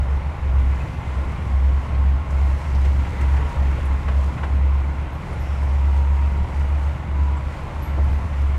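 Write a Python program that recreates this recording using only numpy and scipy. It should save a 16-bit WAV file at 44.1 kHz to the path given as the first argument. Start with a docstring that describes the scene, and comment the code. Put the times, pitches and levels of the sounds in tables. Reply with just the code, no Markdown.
"""Dump trucks and a bulldozer work on a causeway across a flooded pit, heard from the bank.
From the start two truck exhausts drift in and out of step, so their drone swells and cancels; the
bulldozer fires faster and throbs against it. Diesel clatter and gear whine carry over the water.
From 0.6 s grit spills in runs and small things tick close by. At 2.55 s steel tracks scrape and a load
of stone is tipped for 2 s. After 5 s metal tinkles and the tracks scrape again; a last stone lands at 8 s."""
import sys
import numpy as np
from scipy import signal
from scipy.fft import rfft, irfft, next_fast_len
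from scipy.io import wavfile
from scipy.ndimage import uniform_filter1d, map_coordinates

SR = 44100
rng = np.random.default_rng(int(sys.argv[2]) if len(sys.argv) > 2 else 0)


def wrap_up_sound(samples):
    """Save the sound to the file named by the first command line argument, as 16-bit audio."""
    columns = np.atleast_2d(samples).T
    # keep every value between -1 and 1, then stretch to whole-number steps
    tamed = np.clip(columns, -1, 1)
    steps = np.round(tamed * 32767).astype(np.int16)
    wavfile.write(sys.argv[1], SR, steps)


N = 378378

# Leading truck. Each row: time in seconds, firing rate in Hz.
TRUCK_FIRING = [(0, 68.6), (1.1, 66.6), (2.2, 69.1), (4.5, 69.4), (6, 69.7), (7, 71.8), (7.7, 70.9),
                (8.58, 71)]
# Truck exhausts in step. Each row: middle in seconds, length in seconds, level in dB.
DRONE_SWELLS = [(.08, 0.33, -19.5), (.62, 0.3, -16), (1.2, 0.28, -22.5), (1.65, 0.31, -15),
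                (2.06, 0.26, -14.8), (2.44, 0.28, -16), (2.87, 0.34, -15), (3.33, 0.28, -16),
                (3.67, .19, -16), (3.92, 0.18, -17.5), (4.18, 0.24, -16), (4.66, 0.41, -15.5),
                (6.0, 0.92, -16), (6.73, 0.44, -18), (7.24, 0.27, -17.5), (8.06, 0.29, -17),
                (8.47, 0.29, -17.5)]
# Six-cylinder exhaust lines. Each row: multiple of crank speed, relative level in dB.
CRANK_ORDERS = [(1.5, -52), (2, -40.5), (2.5, -54), (4, -51), (4.5, -51.5), (5, -40), (5.5, -50.5),
                (6, -39), (7, -45), (8, -46.5), (9, -50), (11, -53.5), (13, -53)]
# Bulldozer engine. Each row: time in seconds, firing rate in Hz, level in dB.
DOZER_ENGINE = [(0, 75, -29), (1.1, 75, -31), (2, 78, -33), (5, 77.6, -32.5), (5.5, 78.2, -34),
                (6.3, 76.8, -33), (7, 78.3, -34), (8.58, 78.5, -36)]
# Its pump and gears. Each row: multiple of firing rate, level in dB.
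DOZER_ORDERS = [(7, -55.5), (10.5, -59), (11, -58)]
# Roar of all exhausts. Each row: time in seconds, level in dB.
ROAR_LEVELS = [(0, -32.5), (.7, -30), (1.3, -29.5), (2.3, -30.5), (3.7, -29), (4.7, -32), (5.6, -31),
               (6.5, -31), (8.58, -30.5)]
# Noise spectra. Each row: frequency in Hz, relative density in dB.
ROAR_SPECTRUM = [(5, -40), (12, -12), (25, 4.5), (42, 4), (60, 6.5), (95, 6), (130, 0.5), (180, -3),
                 (230, -9.5), (320, -13), (600, -41.5), (2500, -100)]
CLATTER_SPECTRUM = [(60, -40), (180, -10), (300, 0), (450, -1), (620, 0.5), (730, -0.5), (900, 1.5),
                    (1080, 1), (1220, -4), (1400, -2.5), (1650, -12), (2500, -20.5), (12000, -90)]
RATTLE_SPECTRUM = [(200, -63.5), (900, -24.5), (1400, -7), (1700, -2), (2050, 1.5), (2500, -3.5),
                   (3000, -7.5), (3800, -15.5), (5000, -27.5), (9000, -54), (15500, -69.5)]
GRIT_SPECTRUM = [(500, -52), (2000, -4.5), (4000, 7), (5600, 4.5), (7300, 3), (9000, -1.5), (11500, -5.5),
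                 (13000, -11), (15500, -14)]
CRACK_SPECTRUM = [(200, -60), (700, -25), (1200, -2), (1500, -4), (1700, 3), (1950, -1), (2800, -5),
                  (3600, -13), (5000, -23), (9000, -32), (15500, -55)]
# Gear and pump tones. Each row: start and end in seconds, start and end pitch in Hz, relative level in dB.
GEAR_WHINES = [(0, .3, 1018, 1018, -47), (.55, 1.35, 2045, 2075, -50), (.9, 3.1, 1080, 1074, -49),
               (1.05, 1.5, 1035, 1032, -47), (2.9, 3.95, 958, 940, -43), (3.6, 5.2, 1066, 1061, -46.5),
               (5.7, 6.62, 960, 938, -41.5), (7.13, 7.48, 990, 974, -40), (7.3, 8.6, 886, 890, -51),
               (7.6, 8.3, 1348, 1348, -51)]
# Runs of grit. Each row: start in seconds, end in seconds, rise before sag in dB.
GRIT_SPILLS = [(.56, 1.97, 3), (2.24, 4.5, 4.5), (5.15, 6.9, 3.5), (7.35, 8.58, 3)]
# Nearby ticks. Each row: time in seconds, relative level in dB, pitch in Hz, half width in Hz.
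NEAR_TICKS = [(.805, -37, 2500, 90), (1.945, -45, 4280, 80), (2.305, -45, 6496, 3000),
              (2.748, -41, 4800, 1500), (2.85, -43, 6000, 2510), (3.21, -43, 7500, 3000),
              (3.853, -45.5, 9460, 1200), (5.329, -51, 9300, 1000), (7.369, -50, 7670, 250),
              (8.04, -51, 9500, 1000)]
# Tracks on stone. Each row: start in seconds, end in seconds, level in dB.
TRACK_SCRAPES = [(2.55, 2.95, -61), (5.25, 6.0, -60.5)]
# Big stones. Each row: time in seconds, relative level in dB, thud pitch in Hz, crack re thud in dB.
BIG_STONES = [(2.847, -23, 500, -4), (2.997, -25, 340, -10), (3.129, -25, 500, -7), (3.209, -23, 420, -5),
              (3.337, -22.5, 450, -13), (3.367, -25, 1400, -3), (3.726, -26, 900, -5),
              (3.785, -22, 700, -13), (4.084, -18.5, 1100, -5), (4.139, -23, 600, -11),
              (4.379, -23, 1400, -7), (4.434, -14.8, 1050, -9), (7.979, -16, 620, -24)]
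# Light metal struck. Each row: time in seconds, relative level in dB.
TINKLE_HITS = [(5.1249, -54), (5.3966, -50), (7.8229, -38), (8.1153, -54)]
# Its modes. Each row: frequency in Hz, relative level in dB, T60 in seconds.
TINKLE_MODES = [(11456, 0, .24), (14222, -14, .24)]

TIP_START_S, TIP_PEAK_S, TIP_END_S = 2.55, 3.35, 4.55
TOP_HZ = 15720
TIME_S = np.arange(N) / SR
HIT_TIME_S = np.arange(SR // 3) / SR


def amp(db):
    return 10 ** (np.asarray(db) / 20)


def unit_rms(x):
    return x / np.sqrt(np.mean(x ** 2) + 1e-20)


def curves(rows):
    """Per-sample curve for each column after the time."""
    times_s, *columns = np.transpose(rows)
    return [np.interp(TIME_S, times_s, column) for column in columns]


def wobble(knots_per_s):
    """Smooth random curve, rms near 1."""
    return map_coordinates(rng.standard_normal(1024), [TIME_S * knots_per_s], mode="wrap")


def phase_rad(hz):
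    return 2 * np.pi * np.cumsum(hz) / SR


def filtered(x, gain_at_hz):
    size = next_fast_len(len(x) + 8192)
    return irfft(rfft(x, size) * gain_at_hz(np.fft.rfftfreq(size, 1 / SR)), size)[:len(x)]


def coloured(x, spectrum):
    """x through (Hz, dB) points on a log axis; rms 1."""
    points_hz, db = np.transpose(spectrum)
    return unit_rms(filtered(x, lambda hz: amp(np.interp(np.log(hz + 1), np.log(points_hz), db))))


def resonant(x, centre_hz, half_width_hz):
    """x through one resonance; rms 1."""
    return unit_rms(filtered(x, lambda hz: 1 / (1 + ((hz - centre_hz) / half_width_hz) ** 2)))


def distant_noise(patchy_db):
    """White noise with drifting patches of gain from a long path through moving air."""
    bins = signal.stft(rng.standard_normal(N), nperseg=1024)[2]
    patches = uniform_filter1d(rng.standard_normal(bins.shape), size=6, axis=0)
    patches = unit_rms(uniform_filter1d(patches, size=12, axis=1))
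    return unit_rms(signal.istft(bins * amp(patchy_db * patches), nperseg=1024)[1][:N])


def grains(per_s, spread_db):
    """Random impacts, mostly small, a few large."""
    hits = rng.random(N) < per_s / SR
    return unit_rms(hits * rng.standard_normal(N) * amp(spread_db * np.minimum(rng.exponential(size=N), 4)))


def bank_echoes(x, gain):
    """Four weak echoes off the banks comb the spectrum."""
    delays_s = rng.uniform(.008, .07, 4)
    return unit_rms(x + gain * sum(np.roll(x, round(s * SR)) for s in delays_s))


def add(track, start_s, sound):
    room = track[max(round(start_s * SR), 0):][:len(sound)]
    room += sound[:len(room)]


def trucks(firing_rad):
    """Two exhausts; the slower slips one cycle per swell. Unequal cylinders add weak crank lines."""
    edges = [(middle_s + side * length_s / 2, cycle + side / 3, db)
             for cycle, (middle_s, length_s, db) in enumerate(DRONE_SWELLS) for side in (-1, 1)]
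    slip_cycles, level_db = curves(edges)
    slower_gain = amp(-1.5)
    slower = slower_gain * np.sin(firing_rad - 2 * np.pi * slip_cycles)
    drone = amp(level_db) * (np.sin(firing_rad) + slower) / (1 + slower_gain)
    crank_rad = (firing_rad - np.pi * slip_cycles) / 3  # three firings a turn
    lines = sum(amp(db - 2.5 + 2.2 * wobble(2)) * np.sin(order * crank_rad + .45 * wobble(3))
                for order, db in CRANK_ORDERS)
    return np.sqrt(2) * (drone + lines)


def bulldozer():
    """Faster exhaust note with its octave; faint whines geared to the engine."""
    firing_hz, level_db = curves(DOZER_ENGINE)
    firing_rad = phase_rad(firing_hz)
    exhaust_rad = firing_rad + .47 * wobble(4)
    octave = amp(-13 + 1.1 * wobble(2.3)) * np.sin(2 * exhaust_rad)
    gears = sum(amp(db + 1.5 * wobble(5.5)) * np.sin(order * firing_rad + .67 * wobble(14))
                for order, db in DOZER_ORDERS)
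    return np.sqrt(2) * (amp(level_db) * (np.sin(exhaust_rad) + octave) + gears)


def exhaust_roar():
    """Low turbulence of all the exhausts."""
    level_db = curves(ROAR_LEVELS)[0] + wobble(6)
    return amp(level_db) * coloured(distant_noise(patchy_db=1.77), ROAR_SPECTRUM)


def knock(firing_rad):
    """Gain pulsing with each firing, each crank turn and every other firing."""
    return unit_rms(1 + .07 * np.cos(firing_rad) + .045 * np.cos(firing_rad / 3)
                    + .06 * np.cos(firing_rad / 2))


def diesel_clatter(rise_db):
    """Midrange engine noise, echoed by the banks."""
    engine = bank_echoes(distant_noise(patchy_db=1), gain=.12)
    return amp(-38.5 + rise_db + .39 * wobble(18)) * coloured(engine, CLATTER_SPECTRUM)


def stone_rattle(rise_db):
    """Dense small impacts over echoed noise."""
    stones = bank_echoes(distant_noise(patchy_db=1), gain=.09) + .4 * grains(per_s=1500, spread_db=2.5)
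    return amp(-46.5 + rise_db + .39 * wobble(23)) * coloured(stones, RATTLE_SPECTRUM)


def grit_hiss(rise_db):
    """Bright hiss with single grains standing out."""
    sand = distant_noise(patchy_db=1) + .35 * grains(per_s=900, spread_db=4.5)
    return amp(-59.5 + rise_db + .7 * wobble(14)) * coloured(sand, GRIT_SPECTRUM)


def gear_whines():
    """Tones swell, glide and fade, fluttering on their way across the water."""
    out = np.zeros(N)
    for start_s, end_s, start_hz, end_hz, db in GEAR_WHINES:
        progress = np.clip((TIME_S - start_s) / (end_s - start_s), 0, 1)
        swell = np.sqrt(np.abs(np.sin(np.pi * progress)))
        tone = np.sin(phase_rad(start_hz + (end_hz - start_hz) * progress) + .3 * wobble(20))
        out += swell * amp(db - 2 + 1.5 * wobble(10)) * tone
    return np.sqrt(2) * out


def spill_rise_db(attack_s=.16, release_s=.12, sag_db_per_s=.95):
    """Each run of grit starts quickly, thins out and stops."""
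    rise_db = np.zeros(N)
    for start_s, end_s, db in GRIT_SPILLS:
        age_s = TIME_S - start_s
        gate = np.clip(np.minimum(age_s / attack_s, 1 + (end_s - TIME_S) / release_s), 0, 1)
        rise_db += gate * (db - sag_db_per_s * age_s)
    return rise_db


def ticks(attack_s=.00071, t60_s=.091):
    """Short noise bursts: wide bands tick, narrow ones squeak."""
    out = np.zeros(N)
    envelope = (1 - np.exp(-HIT_TIME_S / attack_s)) * amp(-60 * HIT_TIME_S / t60_s)
    for start_s, db, pitch_hz, half_width_hz in NEAR_TICKS:
        burst = resonant(rng.standard_normal(len(envelope)), pitch_hz, half_width_hz)
        add(out, start_s, amp(db - 5) * envelope * burst)
    return out


def track_scrapes(rise_share=.28):
    """Steel on stone: a narrow sizzle, quick to swell, slow to fade."""
    envelope = np.zeros(N)
    for start_s, end_s, db in TRACK_SCRAPES:
        peak_s = start_s + rise_share * (end_s - start_s)
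        envelope += amp(db) * np.interp(TIME_S, [start_s, peak_s, end_s], [0, 1, 0])
    return envelope * resonant(distant_noise(patchy_db=2), centre_hz=5500, half_width_hz=380)


def falling_stones(attack_s=.005, t60_s=.081, small_per_s=3, small_db=-25, small_crack_db=-7.5):
    """Each lands with a crack and a thud pitched by its size and what it hits; small ones at random."""
    out = np.zeros(N)
    envelope = (1 - np.exp(-HIT_TIME_S / attack_s)) ** 2 * amp(-60 * HIT_TIME_S / t60_s)
    span_s = TIP_END_S - TIP_START_S
    small_stones = [(TIP_START_S + span_s * (a + b) / 2, small_db, 900 * 2 ** (2 * c - 1), small_crack_db)
                    for a, b, c in rng.random((round(small_per_s * span_s), 3))]
    for land_s, db, thud_hz, crack_db in BIG_STONES + small_stones:
        thud_spectrum = [(thud_hz / 8, -30), (thud_hz / 3, -6), (thud_hz, 0),
                         (thud_hz * 1.6, -9), (thud_hz * 4, -38), (thud_hz * 16, -90)]
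        thud = coloured(rng.standard_normal(len(envelope)), thud_spectrum)
        crack = amp(crack_db) * coloured(rng.standard_normal(len(envelope)), CRACK_SPECTRUM)
        add(out, land_s - attack_s, amp(db - 3.5) * envelope * (thud + crack))
    return out


def tinkles(attack_s=.0032):
    """Light metal rings in two high modes."""
    out = np.zeros(N)
    onset = 1 - np.exp(-HIT_TIME_S / attack_s)
    ring = sum(amp(db - 60 * HIT_TIME_S / t60_s) * np.sin(2 * np.pi * hz * HIT_TIME_S)
               for hz, db, t60_s in TINKLE_MODES)
    for start_s, db in TINKLE_HITS:
        add(out, start_s, amp(db - 6) * onset * ring)
    return out


def scene():
    """Mono mix at the bank. Tipping and spills lift clatter, rattle and grit."""
    firing_rad = phase_rad(curves(TRUCK_FIRING)[0])
    tip_flow = np.interp(TIME_S, [TIP_START_S, TIP_PEAK_S, TIP_END_S], [0, 1, 0])
    spill_db = spill_rise_db()
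    engines = trucks(firing_rad) + bulldozer() + exhaust_roar()
    clatter = diesel_clatter(rise_db=tip_flow + .22 * spill_db)
    rattle = stone_rattle(rise_db=2.5 * tip_flow + .26 * spill_db)
    grit = grit_hiss(rise_db=2 * tip_flow + spill_db)
    events = gear_whines() + ticks() + falling_stones() + track_scrapes() + tinkles()
    return (engines + knock(firing_rad) * (clatter + rattle) + grit + events)[None]


def record(dry):
    """Brick-wall low-pass at TOP_HZ."""
    return np.array([filtered(channel, lambda hz: hz < TOP_HZ) for channel in dry])


dry = scene()
out = record(dry)
wrap_up_sound(out)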